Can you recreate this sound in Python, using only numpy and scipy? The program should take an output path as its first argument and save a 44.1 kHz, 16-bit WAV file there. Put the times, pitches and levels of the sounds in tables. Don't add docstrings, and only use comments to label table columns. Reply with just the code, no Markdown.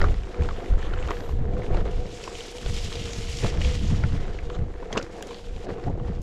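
import sys
import numpy as np
from scipy import signal
from scipy.fft import rfft, irfft
from scipy.io import wavfile
from scipy.ndimage import uniform_filter1d

SR = 44100
rng = np.random.default_rng(int(sys.argv[2]) if len(sys.argv) > 2 else 0)


def gain_from_db(level_db):
    decades = np.asarray(level_db, float) / 20
    return 10 ** decades


def wav_out(sig):
    wavfile.write(sys.argv[1], SR, np.round(np.clip(np.atleast_2d(sig).T, -1, 1) * 32767).astype(np.int16))


N = 274302


def rms_one(x):
    return x / np.sqrt(np.mean(x ** 2) + 1e-20)


def in_time(rows):
    s, *columns = np.transpose(rows)
    return [np.interp(np.arange(N) / SR, s, c) for c in columns]


def drift(rate):
    r = np.exp(-40 * np.pi * rate / SR)
    noise = rng.standard_normal(N // 20 + 2002)
    slow = signal.lfilter([1], [1, -2 * r, r * r], noise)[2000:]
    return np.interp(np.arange(N) / 20, np.arange(len(slow)), rms_one(slow))


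def coloured(x, spectrum):
    hz, db = np.transpose(spectrum)
    grid = np.maximum(np.fft.rfftfreq(N, 1 / SR), 1)
    slope_db = -24 * np.maximum(np.log2(hz[0] / grid), 0)
    gain = gain_from_db(np.interp(np.log(grid), np.log(hz), db) + slope_db)
    return rms_one(irfft(rfft(x) * gain, N))


def resonate(x, hz, width_hz):
    r = np.exp(-np.pi * width_hz / SR)
    feedback = [1, -2 * r * np.cos(2 * np.pi * hz / SR), r * r]
    return signal.lfilter([(1 - r * r) / 2, 0, (r * r - 1) / 2], feedback, x)


def resonate_twice(x, hz, width_hz):
    return resonate(resonate(x, hz, width_hz), hz, width_hz)


def evened(x, seconds, share):
    swell = uniform_filter1d(x ** 2, size=int(seconds * SR)) + 1e-3
    return rms_one(x / swell ** (share / 2))


def crunch(per_s, spread_db, grain_s, smooth):
    born = rng.random(N) < per_s / SR
    sizes = gain_from_db(spread_db * np.minimum(rng.exponential(1, N), 2.5)) * born
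    r = np.exp(-1 / (grain_s * SR))
    bursts = signal.lfilter([1], [1, -2 * r, r * r], sizes + 1e-18)
    return rng.standard_normal(N) * (smooth + bursts / bursts.mean())


def swells(rows, calm_db):
    t, out = np.arange(0, N, 64) / SR, gain_from_db(calm_db)
    for s, length_s, db in rows:
        u = (t - s) / length_s
        u = np.where(u < 0, u / 0.5, u)
        out = out + gain_from_db(db) * np.exp(-u ** 2)
    return np.interp(np.arange(N) / SR, t, 20 * np.log10(out))


# top_s, length_s, buffet_db, flutter_share_db
GUSTS = [(0.0, 0.17, -15.5, -14), (0.41, 0.038, -46, 17.5), (0.468, 0.13, -27.5, -10.5),
         (0.729, 0.048, -15.5, -14), (0.915, 0.24, -26, -11), (1.387, 0.2, -24, -7.5),
         (1.552, 0.046, -44.5, 16.5), (1.747, 0.12, -20.5, -9.5), (1.966, 0.21, -48, 6.5),
         (1.967, 0.067, -24, -32), (2.205, 0.067, -74, -26), (2.356, 0.035, -45, -29),
         (2.723, 0.16, -28.5, -3.5), (3.002, 0.15, -42, 5.5), (3.25, 0.19, -33.5, -3),
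         (3.451, 0.053, -26, 3), (3.617, 0.16, -24.5, -2.5), (3.916, 0.24, -25.5, 4),
         (4.139, 0.028, -41, 11.5), (4.2, 0.22, -29.5, -34), (4.46, 0.068, -33.5, -8),
         (4.603, 0.072, -27.5, -1.5), (4.755, 0.26, -39.5, -38), (4.962, 0.062, -50, 10.5),
         (5.518, 0.12, -33.5, -11.5), (5.707, 0.038, -46.5, 13), (5.878, 0.055, -34.5, 4.5),
         (6.056, 0.42, -32.5, -1.5)]
# pitch_hz, level_db [dB per Hz]
BUFFET = [(12, 16.5), (25, 17.5), (45, 10.5), (70, 7), (110, -6), (200, -63)]
FLUTTER = [(45, -39), (68, 7.5), (95, 9), (125, 5.5), (160, -9), (250, -62)]
EDDIES = [(100, -36), (140, -0.5), (200, -2), (250, -9.5), (330, -15.5), (600, -66)]


def wind():
    buffet_db = 3.0 + swells([row[:3] for row in GUSTS], calm_db=-46)
    flutter_rows = [(s, length_s, db + share_db) for s, length_s, db, share_db in GUSTS]
    flutter_db = swells(flutter_rows, calm_db=-52.5)
    usual_db = flutter_db.mean()
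    rattle_db = -5 + usual_db + 0.94 * (flutter_db - usual_db)
    buffet = evened(coloured(rng.standard_normal(N), BUFFET), seconds=0.0553, share=0.96)
    lumps = gain_from_db(4.8 * drift(26.8))
    flutter = evened(coloured(lumps * rng.standard_normal(N), FLUTTER), seconds=0.087, share=0.65)
    rattle = evened(coloured(lumps * rng.standard_normal(N), EDDIES), seconds=0.095, share=0.65)
    gusts = gain_from_db(buffet_db) * buffet + gain_from_db(flutter_db) * flutter + gain_from_db(rattle_db) * rattle
    return 0.32 * np.tanh(gusts / 0.39)


# top_s, length_s, drumming_db, grit_share_db
BUMPS = [(0.003, 0.11, -33.5, -8), (0.406, 0.072, -43, -41), (0.407, 0.43, -47.5, -0.5),
         (0.615, 0.11, -43, -10.5), (0.93, 0.33, -44.5, -0.5), (1.098, 0.027, -36, -1),
         (1.216, 0.056, -46.5, -10), (1.57, 0.4, -39, -11.5), (1.738, 0.07, -39.5, -6),
         (1.868, 0.034, -38, -9), (2.003, 0.094, -46, -15), (2.314, 0.34, -48, -4.5),
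         (2.33, 0.019, -47, -31), (2.663, 0.025, -51, 1), (3.003, 0.57, -49.5, 0), (3.445, 0.03, -34.5, -9),
         (3.52, 0.14, -43, -2.5), (3.69, 0.078, -52, 2), (3.94, 0.29, -46.5, -1), (4.254, 0.19, -45, -10),
         (4.56, 0.17, -44, -9.5), (4.828, 0.12, -45, -10), (4.959, 0.094, -37, -4.5),
         (5.194, 0.15, -42.5, -7.5), (5.682, 0.041, -40, -6), (5.771, 0.39, -41.5, -15.5),
         (5.877, 0.023, -35, -30), (6.08, 0.043, -55, 3.5)]
# pitch_hz, level_db [dB per Hz]
DRUMMING = [(180, -2.5), (260, -4), (330, 0.5), (420, -1.5), (560, -6), (750, -11.5), (1000, -18),
            (1600, -46)]
# pitch_hz, width_hz, level_db
CAVITY = [(420, 104, -13.5), (484.7, 23, -8), (685.4, 17.4, -16), (740.4, 17.7, -13), (1130, 27, -40)]


def drumming():
    drum_db = 1.5 + swells([row[:3] for row in BUMPS], calm_db=-54.5)
    bumps = crunch(per_s=120, spread_db=4, grain_s=0.0029, smooth=0.84)
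    rings = np.zeros(N)
    for k, (hz, width_hz, db) in enumerate(CAVITY):
        ring = resonate_twice(bumps, hz, 2.0 * width_hz)
        rings += (-1) ** k * gain_from_db(db) * evened(ring, seconds=0.06, share=0.6)
    casing = coloured(bumps * gain_from_db(2.5 * drift(9)), DRUMMING)
    return gain_from_db(drum_db) * evened(casing + rings, seconds=0.04, share=0.8)


PATCH_EDGES_HZ = [900, 2600, 4300, 6200, 9000, 16000]


def patchy(x, depth_db, rate, treble_db, bite_db):
    bands = []
    for edge in zip(PATCH_EDGES_HZ, PATCH_EDGES_HZ[1:]):
        band_filter = signal.butter(2, edge, "band", fs=SR, output="sos")
        bands.append(signal.sosfiltfilt(band_filter, x) * gain_from_db(depth_db * drift(rate)))
    low = bands[0] + bands[1] * gain_from_db(bite_db) + bands[2]
    return low + bands[-2] * gain_from_db(0.38 * treble_db) + bands[-1] * gain_from_db(treble_db)


# middle_s, length_s, depth_db
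HOPS = [(0.756, 0.021, -4.5), (1.447, 0.12, -14), (1.836, 0.016, -6), (2.536, 0.024, -3), (3.032, 0.15, -5),
        (3.235, 0.073, -3), (3.546, 0.06, -10), (3.795, 0.027, -3.5), (4.715, 0.14, -9.5),
        (5.09, 0.032, -5.5), (5.674, 0.013, -12), (5.767, 0.02, -10), (5.946, 0.076, -9.5),
        (6.165, .04, -2)]
# time_s, level_db
SPRAYING = [(0.0, -53.5), (0.09, -54.5), (0.7, -56.5), (0.82, -61.5), (1.12, -53.5), (1.7, -58.5),
            (2.07, -53.5), (2.11, -47), (2.6, -45), (2.86, -39), (3.45, -37.5), (3.66, -39), (3.92, -46),
            (4.04, -51), (4.55, -59), (5.2, -53.5), (5.5, -56.5), (6.22, -59)]
# time_s, mist_db [extra treble], sand_db [extra bite near 3 kHz]
MIST = [(0, 1.5, 2), (.5, -1.5, 1.5), (.8, 5.5, 3.5), (1.08, -2, -1), (1.4, 5.5, 7.5), (2.0, -2, 2),
        (2.15, -2, -1.5), (2.55, 2, 0), (3.0, -1.5, 0.5), (3.45, -2, -2.5), (3.55, -4, 2), (3.8, -2.5, 1),
        (4.3, -3.5, 2.5), (4.7, 1.5, 2), (5.0, -1.5, -3.5), (5.4, 2.5, 3), (5.8, -0.5, 0), (6.22, -4, 0.5)]
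# pitch_hz, level_db [dB per Hz]
GRIT = [(500, -8), (850, 3.5), (1300, 2), (2000, -1), (3200, -13), (4500, -18.5), (7000, -72), (12000, -66)]
SPRAY = [(1000, -18), (1600, -13.5), (2200, -2), (3300, -2.5), (4800, -6.5), (7200, -8.5), (9000, 0.5),
         (11000, -4), (13500, -9.5), (15500, -23)]


def grit_and_spray():
    t = np.arange(N) / SR
    hop_db = sum(depth_db * np.exp(-((t - s) / length_s) ** 2) for s, length_s, depth_db in HOPS)
    grit_rows = [(s, length_s, db + share_db) for s, length_s, db, share_db in BUMPS]
    grit_db = -3.0 + swells(grit_rows, calm_db=-55) + 0.28 * hop_db
    spray_db = in_time(SPRAYING)[0] + hop_db
    clumps = drift(14.3)
    grains = crunch(per_s=260, spread_db=4.5, grain_s=0.00071, smooth=1.7)
    grit = coloured(grains * gain_from_db(0.68 * clumps), GRIT)
    drops = crunch(per_s=200, spread_db=6, grain_s=0.00081, smooth=9)
    spray = coloured(drops * gain_from_db(1.67 * clumps), SPRAY)
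    mist_db, sand_db = in_time(MIST)
    spray = patchy(spray, depth_db=1.13, rate=43, treble_db=mist_db, bite_db=sand_db)
    return gain_from_db(grit_db + 0.5) * grit + gain_from_db(spray_db + 3.5) * spray


# top_s, length_s, hum_db
SURGES = [(0.016, 0.092, -42), (0.383, 0.11, -37), (0.575, 0.036, -58), (0.69, 0.074, -46),
          (0.986, 0.05, -40.5), (1.153, 0.054, -45), (1.459, 0.92, -45), (1.564, 0.08, -38.5),
          (1.888, 0.38, -54), (2.553, 0.035, -43), (2.714, 0.1, -44), (2.959, 0.031, -37.5),
          (3.061, 0.096, -42.5), (3.211, 0.021, -40), (3.433, 0.21, -43), (3.678, 0.1, -39),
          (3.916, 0.083, -48), (4.137, 0.54, -52), (4.5, 0.1, -42), (4.831, 0.1, -48), (4.966, 0.14, -46),
          (5.16, 0.085, -60), (5.312, 0.059, -40.5), (5.49, 0.039, -44.5), (5.712, 0.15, -40.5),
          (6.051, 0.12, -42)]
# time_s, shift_hz
HUM_LEAN = [(0, 0), (.4, 4), (1.0, 4), (1.45, -8), (1.65, 12), (2.0, 2), (2.3, -10), (2.55, 0), (2.8, -16),
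            (3.1, -8), (3.5, -8), (4.0, 0), (4.4, -4), (4.55, 6), (5.3, -4.5), (5.8, 8), (6.22, -5.5)]


def motor_hum():
    hum_db = swells(SURGES, calm_db=-51.5)
    waver_hz = in_time(HUM_LEAN)[0] + 5 * drift(4) + 7 * drift(18)
    turn = 2 * np.pi * np.cumsum(483 + waver_hz) / SR
    shake = (drift(18) * np.sin(turn) + drift(18) * np.cos(turn)) / np.sqrt(2)
    return gain_from_db(hum_db - 2.0) * evened(np.sin(turn) + 0.5 * shake, seconds=0.07, share=0.8)


# start_s, peak_db, pitch_hz, bright_share_db
STONES = [(0.0153, -19, 1550, -23), (0.041, -19, 1200, -55), (0.386, -46, 885, -26),
          (0.4201, -27.5, 915, -18), (0.488, -25, 1270, -20), (0.508, -32.5, 1080, -31),
          (0.659, -37, 1960, -35), (0.7918, -34.5, 1360, -21), (0.935, -28, 1210, -33),
          (0.938, -34.5, 2970, -31), (1.0736, -31.5, 1000, -12), (1.106, -22, 1010, -15),
          (1.2918, -33, 790, -16), (1.5673, -35.5, 930, -30), (1.7435, -25, 910, -29),
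          (1.788, -37, 910, -31), (2.275, -28, 960, -18), (2.6607, -28, 2900, -22), (4.037, -24, 1560, -44),
          (4.4993, -31, 1040, -17), (4.552, -38, 1130, -17), (4.8288, -36, 920, -37),
          (4.9266, -25, 1900, -6), (4.9602, -30, 1100, -58), (4.9724, -21.5, 1490, -9),
          (4.976, -18.5, 2640, -16), (5.0258, -35.5, 1910, 2), (5.207, -34, 895, -18),
          (5.344, -32.5, 3380, -26), (5.782, -40, 1190, -23), (5.881, -31.5, 850, -35),
          (5.997, -39, 950, -26)]
# start_s, peak_db, pitch_hz, bright_share_db
TICKS = [(0.827, -33, 1700, -25), (0.4342, -37, 3060, -6), (0.603, -36, 1070, -26),
         (1.026, -32.5, 2600, -28), (1.1689, -33, 1600, -25), (1.6186, -35, 1880, -42),
         (2.239, -29, 2800, -9), (2.352, -31, 2580, -22), (2.4062, -27.5, 3000, -8),
         (2.583, -32.5, 3110, -6), (2.764, -27, 3340, -5), (2.8456, -28, 3470, -4), (3.02, -31, 3020, -31),
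         (3.132, -32.5, 1980, 6), (3.3694, -34, 2560, 4), (3.445, -28, 720, -30), (3.615, -25, 2320, -30),
         (4.3877, -32.5, 2170, -46), (4.8554, -41.5, 1550, -18), (4.9038, -35, 850, -37),
         (4.936, -37, 1690, -11), (4.970, -20, 1090, -35), (4.983, -33, 1590, -3), (5.225, -32, 3020, -12),
         (5.27, -51, 1840, 0), (5.3077, -33, 1000, -9)]
# start_s, peak_db, pitch_hz, bright_share_db
CRUMBS = [(0.0024, -20, 1120, -27), (0.0274, -22, 1150, -23), (0.058, -33, 1110, -25),
          (0.0714, -31, 1120, -25), (0.0834, -36, 1100, -25), (0.142, -29, 1250, -22),
          (0.2338, -31, 1760, -23), (0.3126, -41, 1170, -27), (0.3436, -26.5, 1170, -21),
          (0.409, -30, 1100, -25), (0.562, -30, 1150, -25), (0.7362, -30, 1140, -18),
          (0.778, -37, 1390, -25), (0.8677, -31, 1170, -25), (0.884, -45, 1110, -25),
          (0.9004, -38, 1200, -25), (0.9664, -35, 1280, -29), (0.9894, -41, 1100, -25),
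          (1.0863, -28, 1220, -25), (1.205, -30, 1290, -23), (1.4531, -37, 1100, -36),
          (1.535, -32, 1150, -25), (1.7697, -23.5, 1210, -21), (2.0014, -34, 1420, -31),
          (2.4822, -30, 3360, -25), (2.7446, -31, 3100, -25), (2.9265, -21.5, 2680, -25),
          (2.9542, -22, 3080, -25), (3.435, -23, 2070, -23), (3.4898, -24, 3200, -21),
          (3.5727, -24.5, 1790, -21), (3.6474, -19, 2240, -25), (3.679, -30, 2570, -25),
          (3.759, -38, 2744, -35), (4.221, -38, 1100, -25), (4.7744, -46, 1330, -25),
          (4.801, -40, 1210, -27), (4.954, -29, 900, -45), (4.998, -40, 1620, -30),
          (5.0134, -29, 1670, -32), (5.1302, -34, 1490, -25), (5.1537, -39, 1210, -25),
          (5.1834, -40, 1130, -25), (5.3844, -36, 3420, -21), (5.5627, -34, 2140, -27),
          (5.6675, -41, 1180, -25), (5.6954, -37, 1150, -25), (5.7394, -38, 1400, -25),
          (5.796, -30.5, 1100, -25), (5.8386, -30, 1410, -20)]


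def stones():
    out, t = np.zeros(N), np.arange(2048) / SR
    bright = signal.butter(2, [3000, 11500], "band", fs=SR, output="sos")
    # knock in the deck [dB], width of the ring as a share of its pitch
    hits = [(*row, -4.5, 0.45) for row in STONES]
    hits += [(*row, -13, 0.37) for row in TICKS]
    hits += [(s, db - 5.5, hz, crack_db, -7.5, 1.15) for s, db, hz, crack_db in CRUMBS]
    for s, peak_db, hz, crack_db, knock_db, spread in hits:
        body, crack, knock = rng.standard_normal((3, len(t)))
        u = t * (hz / 1500) ** 0.25
        fade = np.exp(-(u / 0.0033) ** 2) + 0.28 * np.exp(-u / 0.01)
        burst = (1 - np.exp(-(u / 0.00088) ** 2)) * fade
        body = body * burst
        ring = resonate_twice(body, hz, spread * hz)
        overtone_db = -16.0 + 0.45 * (crack_db + 25)
        ring += gain_from_db(overtone_db) * resonate_twice(body, 2.62 * hz, 1.0 * hz)
        crack_shape = np.exp(-((t - 0.0028) / 0.0024) ** 2)
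        crack = signal.sosfilt(bright, crack * crack_shape)
        knock = resonate_twice(knock * burst, 350, 530)
        hit = ring / abs(ring).max() + gain_from_db(crack_db + 2.5) * crack / abs(crack).max()
        hit += gain_from_db(knock_db) * knock / abs(knock).max()
        at = max(round((s - 0.0006) * SR), 0)
        out[at:at + len(t)] += gain_from_db(peak_db + 1.5) * hit[:N - at]
    return out


# start_s, peak_db, pitch_hz
TAPS = [(0.015, -19, 1400), (0.386, -34, 850), (0.421, -27, 900), (0.780, -33, 1200), (0.936, -33, 3000),
        (1.107, -22, 1000), (1.292, -33, 804), (1.508, -33, 720), (2.276, -28, 1000), (2.660, -32, 1500),
        (3.4435, -23, 600), (3.452, -25, 450), (3.615, -28, 2200), (4.036, -31, 1500), (4.855, -36, 1300),
        (4.9045, -27, 800), (4.914, -26, 650), (4.9603, -19, 1100), (4.9693, -24, 1060), (4.9734, -17, 513),
        (4.978, -14, 480), (4.927, -24.5, 3250), (4.929, -32, 6300), (4.951, -29, 1000),
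        (4.9757, -25, 2620), (4.977, -22, 1100), (4.9945, -23, 596), (4.9995, -24, 1410),
        (5.225, -30, 1600), (5.31, -34, 1000), (5.782, -33, 1100), (5.880, -24, 800), (5.999, -40, 900)]


def taps():
    out, t = np.zeros(N), np.arange(1024) / SR
    shape = (1 - np.exp(-(t / 0.00043) ** 2)) * np.exp(-t / 0.0031)
    for s, peak_db, hz in TAPS:
        at = round(s * SR)
        tap = np.sin(2 * np.pi * hz * t) * shape
        out[at:at + len(t)] += gain_from_db(peak_db - 1.5) * tap[:N - at]
    return out


# start_s, peak_db, pitch_hz
JOLTS = [(0.057, -16, 64.26), (0.093, -14, 118.8), (0.396, -6, 72.4), (0.702, -5.5, 42.7),
         (1.352, -17, 110), (1.464, -21.5, 189.6), (1.568, -20, 200), (1.75, -19, 70), (0.29, -32, 380),
         (1.1, -24, 320), (1.698, -26, 37), (1.711, -16.5, 144), (2.659, -15, 39.2), (3.431, -32, 41.04),
         (3.439, -20, 191), (3.63, -9, 59.6), (4.003, -18, 142), (4.618, -16, 131), (4.642, -17, 70.4),
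         (5.14, -30, 200), (6.1, -22, 170), (4.969, -12, 240), (5.668, -41, 48.7), (5.853, -18, 88),
         (5.88, -15, 178)]


def jolts():
    out, t = np.zeros(N), np.arange(8192) / SR
    for s, peak_db, hz in JOLTS:
        at = round(s * SR)
        swing = np.sin(2 * np.pi * hz * t) * np.exp(-t * hz / 1.87)
        out[at:at + len(t)] -= gain_from_db(peak_db - 6.5) * swing[:N - at]
    return out


# middle_s, length_s, level_db, pitch_hz
SCUFFS = [(0.802, .025, -55, 3100), (.85, 0.033, -48.5, 2960), (0.806, .03, -58, 7000),
          (.86, .03, -61, 6000), (1, .03, -55, 7700), (.99, .012, -49, 3000), (1.05, .012, -56, 3500),
          (1.8, 0.025, -54, 3140), (2.27, 0.05, -49.5, 5500), (2.3, 0.12, -47, 8000),
          (2.43, 0.041, -50, 5600), (2.17, .05, -56, 7300), (2.8, 0.069, -48, 4800), (3.13, .03, -44, 6500),
          (3.38, .08, -55, 6600), (3.47, 0.063, -45.5, 2000), (3.7, 0.074, -47.5, 2000),
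          (3.88, .05, -53, 6500), (4.55, 0.022, -53, 3300), (4.545, .025, -58, 7000), (3.9, .04, -63, 4500),
          (4.99, .012, -48, 5000), (5.35, 0.065, -58, 4000), (5.4, .12, -52.5, 600), (0.35, 0.09, -46, 350),
          (4.2, .12, -54, 1930), (5.75, 0.077, -60.5, 2600), (.58, .05, -57, 3000), (5.7, 0.044, -61, 4000)]


def scuffs():
    out = np.zeros(N)
    grains = crunch(per_s=400, spread_db=6.0, grain_s=0.0008, smooth=2.5)
    for s, length_s, db, hz in SCUFFS:
        a, b = max(int((s - 3 * length_s) * SR), 0), int((s + 3 * length_s) * SR)
        hiss = resonate_twice(grains[a:b], hz, 0.35 * hz)
        swell = np.exp(-((np.arange(a, b) / SR - s) / length_s) ** 2)
        out[a:b] += gain_from_db(db) * rms_one(hiss) * swell
    return out


# start_s, length_s, level_db
WHINE = [
    (0.56, 0.13, -60),
    (1.107, 0.2, -49),
]


def motor_whine():
    t, level = np.arange(N) / SR, np.zeros(N)
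    whine = rms_one(resonate_twice(rng.standard_normal(N), hz=12100, width_hz=1700))
    for s, length_s, db in WHINE:
        rise = np.maximum(s - t, 0) / 0.015
        fall = np.maximum(t - s - length_s, 0) / 0.03
        level += gain_from_db(db) * np.exp(-rise ** 2 - fall ** 2)
    return whine * level


# start_s, peak_db
SNAPS = [
    (1.075, -31),
    (5.224, -20),
    (5.27, -29),
    (6.2165, -30.5),
]


def twigs():
    out, t = np.zeros(N), np.arange(512) / SR
    treble = signal.butter(2, 8400, "high", fs=SR, output="sos")
    for s, peak_db in SNAPS:
        at = round(s * SR)
        burst = rng.standard_normal(len(t)) * np.exp(-(t / 0.0011 - 1.4) ** 2)
        out[at:at + len(t)] += gain_from_db(peak_db) * signal.sosfilt(treble, burst)[:N - at]
    return out


def scene():
    ground = drumming() + grit_and_spray() + scuffs() + twigs()
    deck = stones() + taps()
    motor = motor_hum() + motor_whine()
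    return (wind() + ground + deck + motor + jolts())[None]


def roll_off(x):
    return signal.sosfilt(signal.butter(12, 15650, fs=SR, output="sos"), x)


def record(dry):
    passed = signal.sosfiltfilt(signal.butter(12, 7580, fs=SR, output="sos"), dry)
    leak = signal.sosfiltfilt(signal.butter(2, 12860, fs=SR, output="sos"), dry - passed)
    mix = passed + gain_from_db(-16) * leak
    return roll_off(mix)


dry = scene()
out = record(dry)
wav_out(out)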